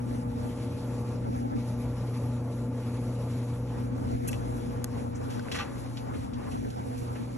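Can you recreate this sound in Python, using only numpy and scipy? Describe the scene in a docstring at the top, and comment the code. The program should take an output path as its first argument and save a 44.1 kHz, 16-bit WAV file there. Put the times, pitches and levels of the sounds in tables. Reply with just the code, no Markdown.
"""A clothes dryer runs with its console open in a small room, close to a hand-held stereo microphone pair.
The motor hums on the mains, the drum rolls, the cabinet rumbles, and shaft, belt and panels add wavering
tones. The blower's hiss swells with each drum turn, and the rumble spreads wide when the microphone swings.
From about four seconds on the microphone backs away, while test probes, leads and a glove tick, scrape
and rustle on the plastic console and the cabinet top."""
import sys
import numpy as np
from scipy import signal
from scipy.fft import rfft, irfft
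from scipy.io import wavfile
from scipy.ndimage import uniform_filter1d

SR = 44100
rng = np.random.default_rng(int(sys.argv[2]) if len(sys.argv) > 2 else 0)


def transcribe(u):
    """Save the signal u as a 16-bit wav file named by the first command-line argument.

    u: samples, shape (n,) or (channels, n), limited to [-1, 1]; the rate is SR.
    q: integer samples, one column per channel.
    """
    v = np.clip(np.atleast_2d(u).T, -1, 1)
    q = np.round(v * 32767).astype(np.int16)
    wavfile.write(sys.argv[1], SR, q)


N = 325017
TIME = np.arange(N) / SR
CONTROL_TIME = TIME[::256]  # coarse grid for level curves [s]


def amp(db):
    """Decibels to gain."""
    return 10 ** (np.asarray(db) / 20)


def unit_rms(x):
    """Scales to rms 1."""
    return x / np.sqrt(np.mean(x ** 2) + 1e-20)


def curve(points, x):
    """Straight lines through (x, value) points."""
    return np.interp(x, *np.transpose(points))


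def log_curve(points, hz):
    """A spectrum joined by straight lines on a log-frequency axis."""
    f, value = np.transpose(points)
    return np.interp(np.log(hz + 1), np.log(f + 1), value)


def pan(left_db):
    """Left and right gains that put the left this many dB above the right."""
    return amp(np.vstack([left_db / 2, -left_db / 2]))


def phase_ahead(hz):
    """Phase by which the left microphone leads for sound from ahead."""
    # phase between the microphones (frequency [Hz], left lead [rad])
    phase = [(0, 0), (600, -.1), (1100, -.2), (1900, .1), (4850, 3.14), (5750, 6.28), (6250, 6.28),
             (8500, 9.42), (9600, 9.42), (11750, 12.57), (13000, 12.57)]
    return curve(phase, hz)


def likeness_ahead(hz):
    """How alike the two microphones hear sound from ahead."""
    # coherence of the pair (frequency [Hz], likeness [0-1])
    coherence = [(0, .999), (300, .995), (600, .75), (900, .88), (1800, .96), (2700, .45), (4000, .45),
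                 (4800, .8), (5400, .6), (5750, .995), (6200, .995), (6500, .8), (8200, .82), (8700, 1),
                 (9600, 1), (9800, .88), (11500, .8), (12200, .9)]
    return curve(coherence, hz)


def swing(t):
    """Share of the rumble that spreads wide as the microphone swings."""
    # swings of the hand (time [s], wide share before clipping [ratio])
    swings = [(0, 0.5), (.35, 0.5), (.52, 0.04), (1.17, 0.04), (1.3, 0.97), (1.54, 0.92), (1.62, 0.03),
              (1.8, 0.01), (3.65, 0), (4.03, 0.47), (4.14, 1.05), (4.26, 1.1), (4.32, 0.4), (4.5, 0.79),
              (4.9, 0.07), (5.15, 0.99), (5.35, 0.57), (6.0, 0.64), (6.25, 0.98), (6.45, 0.81),
              (6.57, 1.04), (6.61, 1), (6.64, .8), (6.68, 0.98), (6.76, 0.99), (6.85, 0.78), (7.0, 1.02),
              (7.1, 0.5), (7.37, 0.57)]
    return np.clip(curve(swings, t), .001, .999)


def backed_off(t):
    """How far the microphone has backed away, 0 to 1."""
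    return np.interp(t, (4.2, 5.8), (0, 1))


def low_bus_db(t):
    """Level of the drum roll and low tones: they drop as the microphone backs away."""
    return -42 - 4 * backed_off(t)


def high_bus_db(t):
    """Level of the upper tones: they sag slowly and duck in a swing."""
    sag_db_per_s, duck_depth = 0.86, 0.75
    return -47 - sag_db_per_s * t + duck_depth * 10 * np.log10(1 - swing(t))


def drum_swell_db(t):
    """The swells that repeat with every turn of the drum."""
    # one turn (time into the turn [s], level [dB])
    swells = [(0.0, -3.5), (0.15, 2), (0.28, -5), (0.37, 0.5), (0.48, 3), (0.56, -1), (0.63, 2.5),
              (0.69, -1), (0.77, 1.5), (0.87, 1.5), (0.95, 3), (1.04, 0.5), (1.12, 1)]
    turn_s = 1.212
    return np.interp(t, *np.transpose(swells), period=turn_s)


def noise_bed(spectrum, fader, patchy_db, flicker_db, left_db, phase=phase_ahead, likeness=likeness_ahead):
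    """Stereo noise with drifting patches and broad flicker, riding a fader of (times [s], levels [dB])."""
    hz, t, white = signal.stft(rng.standard_normal((2, N)), SR, nperseg=1024, noverlap=768)
    patches, flicker = rng.standard_normal((2,) + white[0].shape)
    patches = unit_rms(uniform_filter1d(uniform_filter1d(patches, size=12, axis=0), size=8, axis=1))
    flicker = unit_rms(uniform_filter1d(uniform_filter1d(flicker, size=200, axis=0), size=7, axis=1))
    same = np.clip(likeness(hz), 0, 1)[:, None]
    right = (same * white[0] + np.sqrt(1 - same ** 2) * white[1]) * np.exp(-1j * phase(hz))[:, None]
    level_db = log_curve(spectrum, hz)[:, None] + np.interp(t, *fader)
    gain = amp(level_db + patchy_db * patches + flicker_db * flicker) * np.sqrt(SR / 2)
    pair = signal.istft(np.array([white[0], right]) * gain, SR, nperseg=1024, noverlap=768)[1]
    return pair[:, :N] * pan(left_db)


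def cabinet_rumble():
    """The cabinet rumbles with the drum's swells; a swing crossfades it from straight ahead to wide."""
    # rumble from ahead (frequency [Hz], density [dB/Hz])
    front_spectrum = [(250, -100), (330, -72), (390, -77), (450, -71.5), (650, -79.5), (850, -79.5),
                      (1100, -83.5), (1500, -90.5), (2000, -95), (2600, -99.5)]
    # rumble spread wide (frequency [Hz], density [dB/Hz])
    wide_spectrum = [(25, -74), (40, -92), (70, -68.5), (100, -57.5), (170, -80.5), (260, -58.5),
                     (330, -76), (430, -70), (650, -75), (850, -74), (1100, -81), (1500, -87.5),
                     (2000, -95), (2600, -101)]
    # the pair turned aside (frequency [Hz], left lead [rad], likeness [ratio])
    turned_aside = [(0, 0.51, 0.85), (246, 2.28, 0.91), (444, 3.25, 0.63), (647, 3, 0.85), (855, 2.98, 0.9),
                    (940, 3.02, 1.05), (1090, 3.2, 0.97), (1245, 3.2, 0.91), (1390, 4.44, 0.49),
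                    (1880, 5, 0.075), (2580, 9.7, 0.94)]
    f, lead, same = np.transpose(turned_aside)
    top_cut = [(3600, -110), (5500, -150)]  # (frequency [Hz], density [dB/Hz])
    t = CONTROL_TIME
    swell_db, distance_db = drum_swell_db(t), -1.5 * backed_off(t)
    front_db = 1 + 10 * np.log10(1 - swing(t)) + 0.52 * swell_db + distance_db
    wide_db = 2.5 + 10 * np.log10(swing(t)) + 0.23 * swell_db + distance_db
    front = noise_bed(front_spectrum + top_cut, (t, front_db), patchy_db=1.5, flicker_db=0.7, left_db=1)
    wide = noise_bed(wide_spectrum + top_cut, (t, wide_db), patchy_db=2.5, flicker_db=2, left_db=0.15,
                     phase=lambda hz: np.interp(hz, f, lead), likeness=lambda hz: np.interp(hz, f, same))
    return front + wide


def blower_hiss():
    """The blower's bright rush of air swells with each drum turn."""
    # hiss colour (frequency [Hz], density [dB/Hz])
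    spectrum = [(1200, -110), (2300, -93.5), (3000, -97), (4500, -96), (6500, -99), (8500, -96),
                (10800, -95), (11300, -97.5), (11600, -100), (11900, -110), (12200, -125), (12500, -150)]
    fader = (CONTROL_TIME, drum_swell_db(CONTROL_TIME))
    return noise_bed(spectrum, fader, patchy_db=1.56, flicker_db=1.38, left_db=0)


def drum_roll():
    """The turning drum lays down a deep bed of noise."""
    # roll colour (frequency [Hz], density re the low bus [dB/Hz])
    spectrum = [(25, -26), (40, -32), (72, -33), (100, -15), (145, -25.5), (170, -24.5), (260, -19),
                (330, -33), (500, -100)]
    fader = (CONTROL_TIME, low_bus_db(CONTROL_TIME))
    return noise_bed(spectrum, fader, patchy_db=1.5, flicker_db=0, left_db=1.5)


def motor_hum():
    """The motor's iron pulls twice per mains cycle: clean harmonics that widen as the pair turns aside."""
    # hum ride (time [s], fundamental [dB], 4th harmonic [dB], turned aside [0-1])
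    ride = [(0, -34, -50.5, 0.06), (.5, -37.5, -46, 0.04), (1.15, -34.5, -47, 0), (1.5, -36, -50, 0.14),
            (2.2, -31.5, -49, 0), (2.7, -34.5, -49.5, 0), (3.2, -32.5, -48, 0), (3.85, -34, -49.5, 0.13),
            (4.25, -36, -43.5, 0.8), (4.6, -35.5, -45, 0.42), (5.05, -39.5, -45, 0.6),
            (5.35, -37, -45, 0.87), (5.6, -45, -42, 0.9), (5.9, -37.5, -59, 1), (6.25, -42, -46.5, 1),
            (6.5, -41, -52.5, 0.93), (7.05, -37, -47, 0.17), (7.37, -39, -60.5, 0)]
    # the 2nd harmonic swells and sinks (time [s], level [dB])
    second_ride = [(0.0, -43.5), (0.02, -38.5), (0.65, -41.5), (0.76, -50), (0.9, -40), (1.17, -49),
                   (1.44, -33.5), (1.5, -44), (1.6, -36), (1.68, -46), (1.78, -36), (2.05, -48),
                   (2.11, -40.5), (3.1, -40.5), (3.22, -52), (3.33, -37.5), (3.55, -50), (3.57, -43.5),
                   (4.33, -40.5), (4.5, -49), (4.58, -39), (4.82, -43), (5.15, -40), (5.21, -55),
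                   (5.38, -38), (5.56, -48.5), (6.65, -42.5), (6.69, -53), (6.75, -43), (6.83, -59),
                   (6.9, -43), (7.12, -48), (7.2, -42), (7.37, -48)]
    hum_hz = 120.0
    times, *columns = np.transpose(ride)
    first_db, fourth_db, aside = (np.interp(TIME, times, column) for column in columns)
    # (harmonic, level [dB], left lead when aside [rad], left over right [dB], widening by a swing [0-1])
    harmonics = [(1, first_db, 1.14, 0.76, .05), (2, curve(second_ride, TIME), 1.55, 2.1, .1),
                 (4, fourth_db, 2.86, 0.87, 0.64), (5, high_bus_db(TIME) - 8.5, 2.7, .8, 0.52)]
    out = np.zeros((2, N))
    for harmonic, db, lead, left_db, widening in harmonics:
        phase = 2 * np.pi * (harmonic * hum_hz * TIME + rng.random())
        turned = aside + widening * swing(TIME) * (1 - aside)
        out += np.sqrt(2) * amp(db) * pan(left_db) * np.cos([phase, phase - lead * turned])
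    return out


def machine_tones():
    """Shaft, belt and panels sing in narrow noise bands that waver in level and pitch."""
    # fuzzy tones (frequency [Hz], width [Hz], level re their bus [dB], left lead [rad])
    bands = [(57, 4, -6.5, 0.054), (90.6, 8, -5.5, 0.041), (107.6, 8.4, -9, 0.05), (253, 7, -8.5, 0.18),
             (269.1, 6.6, -8, 0.18), (302, 6.1, -15, 0.15), (352, 13, -12, 0.15), (422.7, 6.2, -14, 0.43),
             (507.8, 2.8, -6.5, 0.25), (553.7, 4.3, -5, 1.66), (626.5, 3.7, -14, 0.74),
             (864, 66, -8.5, 0.2), (1178, 43, -16, 0.27), (1370, 75, -18, 0.35)]
    low_db, high_db = low_bus_db(TIME), high_bus_db(TIME)
    out = np.zeros((2, N))
    for hz, width_hz, db, lead in bands:
        pole = np.exp(-np.pi * abs(width_hz) / SR)
        real, imag = rng.standard_normal((2, N))
        waver = signal.lfilter([1], [1, -2 * pole, pole * pole], real + 1j * imag)
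        steady = 1.13 * (width_hz < 6)  # the narrowest tones have a steady core
        tone = (waver / np.std(waver) + steady) * np.exp(2j * np.pi * hz * TIME)
        pair = unit_rms(np.array([tone.real, (tone * np.exp(-1j * lead)).real]))
        panel_db = 4.5 * swing(TIME) * (200 < hz < 297.3)  # panel tones swell in a swing
        bus_db = low_db if hz < 385 else high_db
        out += amp(db + panel_db + bus_db) * pair
    return out


def console_touch(start_s, db, rise_s, t60_s, centre_hz, spread_octaves, ring, top_cut=None):
    """One touch on the console: a grainy burst of noise sets the plastic ringing."""
    # console modes (frequency [Hz], t60 [s], level re the plain burst [dB])
    modes = [(820, .04, 11), (1186, 0.035, 11), (1516, 0.02, 7), (1940, 0.053, 11), (2660, 0.034, 11),
             (2990, 0.033, 5), (3350, 0.045, 11), (4130, 0.04, 9), (5760, 0.016, 5.5), (6440, 0.022, -1),
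             (7600, 0.011, -1), (9200, 0.0023, 8.5), (10750, 0.0065, 7.5), (11500, 0.011, 12)]
    # the microphones dull the top of a touch (frequency [Hz], gain [dB])
    treble = [(11500, -3), (12000, -10), (14500, -23), (15500, -30)]
    size, pre_roll = 16384, 256  # samples; the pre-roll holds the filter's short run-up
    grain_db, grain_s, least_likeness, right_db = 2, .0007, 0.69, 0.5
    t, hz = np.arange(size) / SR, np.fft.rfftfreq(size, 1 / SR)
    left, other = rfft(rng.standard_normal((2, size)))
    same = np.maximum(likeness_ahead(hz), least_likeness)  # so close a sound stays alike in both sides
    same = np.clip(same * np.interp(hz, (600, 4500), (.6, 1)), 0, 1)  # wider toward the bass
    right = (same * left + np.sqrt(1 - same ** 2) * other) * np.exp(-1j * phase_ahead(hz))
    envelope = np.minimum(t / rise_s, 1) * amp(-60 * np.maximum(t - rise_s, 0) / t60_s)
    slips = unit_rms(uniform_filter1d(rng.standard_normal(size), size=round(grain_s * SR)))
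    envelope *= amp(grain_db * min(t60_s / 0.024, 1) * slips)  # the touch catches and slips
    burst = envelope * irfft(np.array([left, right * amp(right_db)]))
    plastic = sum(amp(mode_db) / (1 + 2j * np.pi * (hz - mode_hz) * mode_t60 / np.log(1000))
                  for mode_hz, mode_t60, mode_db in modes)
    colour = np.exp(-.5 * (np.log2((hz + 1) / centre_hz) / spread_octaves) ** 2)
    top_db = log_curve(treble, hz) + (log_curve(top_cut, hz) if top_cut else 0)
    rung = irfft(rfft(burst) * (1 + abs(ring) * plastic) * colour * amp(top_db))
    rung = unit_rms(np.roll(rung, pre_roll, axis=1))
    out, start = np.zeros((2, N + size)), round(start_s * SR) - pre_roll
    out[:, start:start + size] = amp(db) * np.sqrt(np.mean(envelope ** 2)) * rung
    return out[:, :N]


def lead_scrapes():
    """Leads and glove drag along the console in longer, grainy touches."""
    # scrapes (time [s], level [dB], rise [s], t60 [s], centre [Hz], spread [octaves], ring [gain])
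    scrapes = [(4.272, -32, 0.014, 0.046, 9050, 0.69, 1), (4.268, -44, .022, 0.059, 2600, 0.22, 1.6),
               (4.282, -46, .006, .04, 1700, 0.18, 0.9), (4.300, -46, 0.017, 0.25, 6550, 0.72, 0.4),
               (4.335, -45, .003, 0.075, 2500, 0.41, 0.6), (5.145, -51.5, 0.015, 0.12, 6570, 0.35, .2),
               (5.299, -49, .004, 0.62, 3000, 1.2, .2), (5.513, -35.5, 0.004, 0.2, 2960, 0.92, 0.7),
               (5.540, -34, .015, 0.26, 1800, 1.24, 0.4), (5.581, -34.5, 0.011, 0.2, 1700, 1.1, 0.4),
               (5.604, -36.5, 0.0059, 0.1, 1300, 1, 0.2), (5.620, -40.5, 0.0067, .1, 1200, 1.1, 0.2),
               (5.970, -43.5, .002, 0.13, 3300, 0.74, 0.1), (6.134, -50.5, 0.012, 0.18, 1900, 0.71, 0),
               (6.333, -51, 0.0018, 0.14, 3460, 0.66, 0.3), (6.510, -50, 0.0046, 0.43, 2490, 1.2, 0.5),
               (6.699, -50.5, 0.0065, 0.072, 4000, 1.1, .2), (6.976, -50, .003, 0.15, 6500, .9, 0.3),
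               (7.150, -48.5, 0.0071, 0.21, 1780, 0.52, 0.1)]
    # scrapes lack the snap of a tap (frequency [Hz], gain [dB])
    top_cut = [(12200, 0), (12700, -35)]
    return sum(console_touch(*scrape, top_cut=top_cut) for scrape in scrapes)


def probe_taps():
    """Probe tips strike the plastic in short, sharp ticks."""
    # taps (time [s], level [dB], centre [Hz], spread [octaves], ring [gain])
    taps = [(4.330, -29, 2650, 0.25, 1.2), (4.3305, -38, 6500, .4, .1), (4.8422, -25.5, 6640, 0.43, 1),
            (4.8435, -24.5, 9500, 1.1, 0.4), (4.843, -32.5, 1250, .6, 0.5), (5.395, -32, 1490, .22, 1.6),
            (5.395, -41, 4500, 0.49, .1), (5.485, -33.5, 1840, .35, .6), (5.516, -31, 2000, .4, 1.5),
            (5.521, -29.5, 3370, .3, 1.5), (5.544, -33, 2100, 0.66, .9), (5.561, -29, 1300, .6, .9),
            (5.5965, -28, 1390, .6, .9), (5.601, -27, 1000, 0.56, .9), (5.614, -30, 1500, 0.67, .8),
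            (5.862, -47, 2500, 0.64, .5)]
    rise_s, t60_s = 0.00076, 0.0052
    return sum(console_touch(start_s, db, rise_s, t60_s, *timbre) for start_s, db, *timbre in taps)


def glove_rustle():
    """Leads and glove brush over the cabinet top: fluttering midrange noise."""
    # strokes of the hand (time [s], level [dB])
    strokes = [(4.7, -34), (4.9, -2), (5.1, -8.5), (5.3, -3), (5.6, 0), (5.95, -5), (6.15, 1), (6.27, -6.5),
               (6.5, 3), (6.56, -15), (6.76, -28), (6.9, -4), (7.2, -8)]
    # rustle colour (frequency [Hz], density [dB/Hz])
    spectrum = [(400, -110), (700, -82.5), (1100, -82), (1500, -88), (2300, -93.5), (3500, -110),
                (6000, -150)]
    return noise_bed(spectrum, np.transpose(strokes), patchy_db=2, flicker_db=2.5, left_db=1.5,
                     likeness=lambda hz: 0.78 * likeness_ahead(hz))


def scene():
    """The running dryer and the hands at work on it, panned by the lean of the microphone."""
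    # the microphone leans toward the machine's side (time [s], left over right [dB])
    lean = [(0, .6), (.75, 0), (1.25, 0), (4, 0), (4.75, 0.9), (5.3, .5), (5.75, 1), (6.3, 1), (6.7, -1),
            (7.2, -0.5)]
    dryer = cabinet_rumble() + blower_hiss() + drum_roll() + motor_hum() + machine_tones()
    hands = lead_scrapes() + probe_taps() + glove_rustle()
    return (dryer + hands) * pan(curve(lean, TIME))


def record(dry):
    """The microphones lose the deepest bass, and a steep low-pass trims the very top."""
    low_cut_hz, high_cut_hz = 32, 15800
    low_cut = signal.butter(3, low_cut_hz, "highpass", fs=SR, output="sos")
    high_cut = signal.firwin(511, high_cut_hz, window=("kaiser", 9), fs=SR)
    return signal.oaconvolve(signal.sosfilt(low_cut, dry), high_cut[None], "same")


dry = scene()
out = record(dry)
transcribe(out)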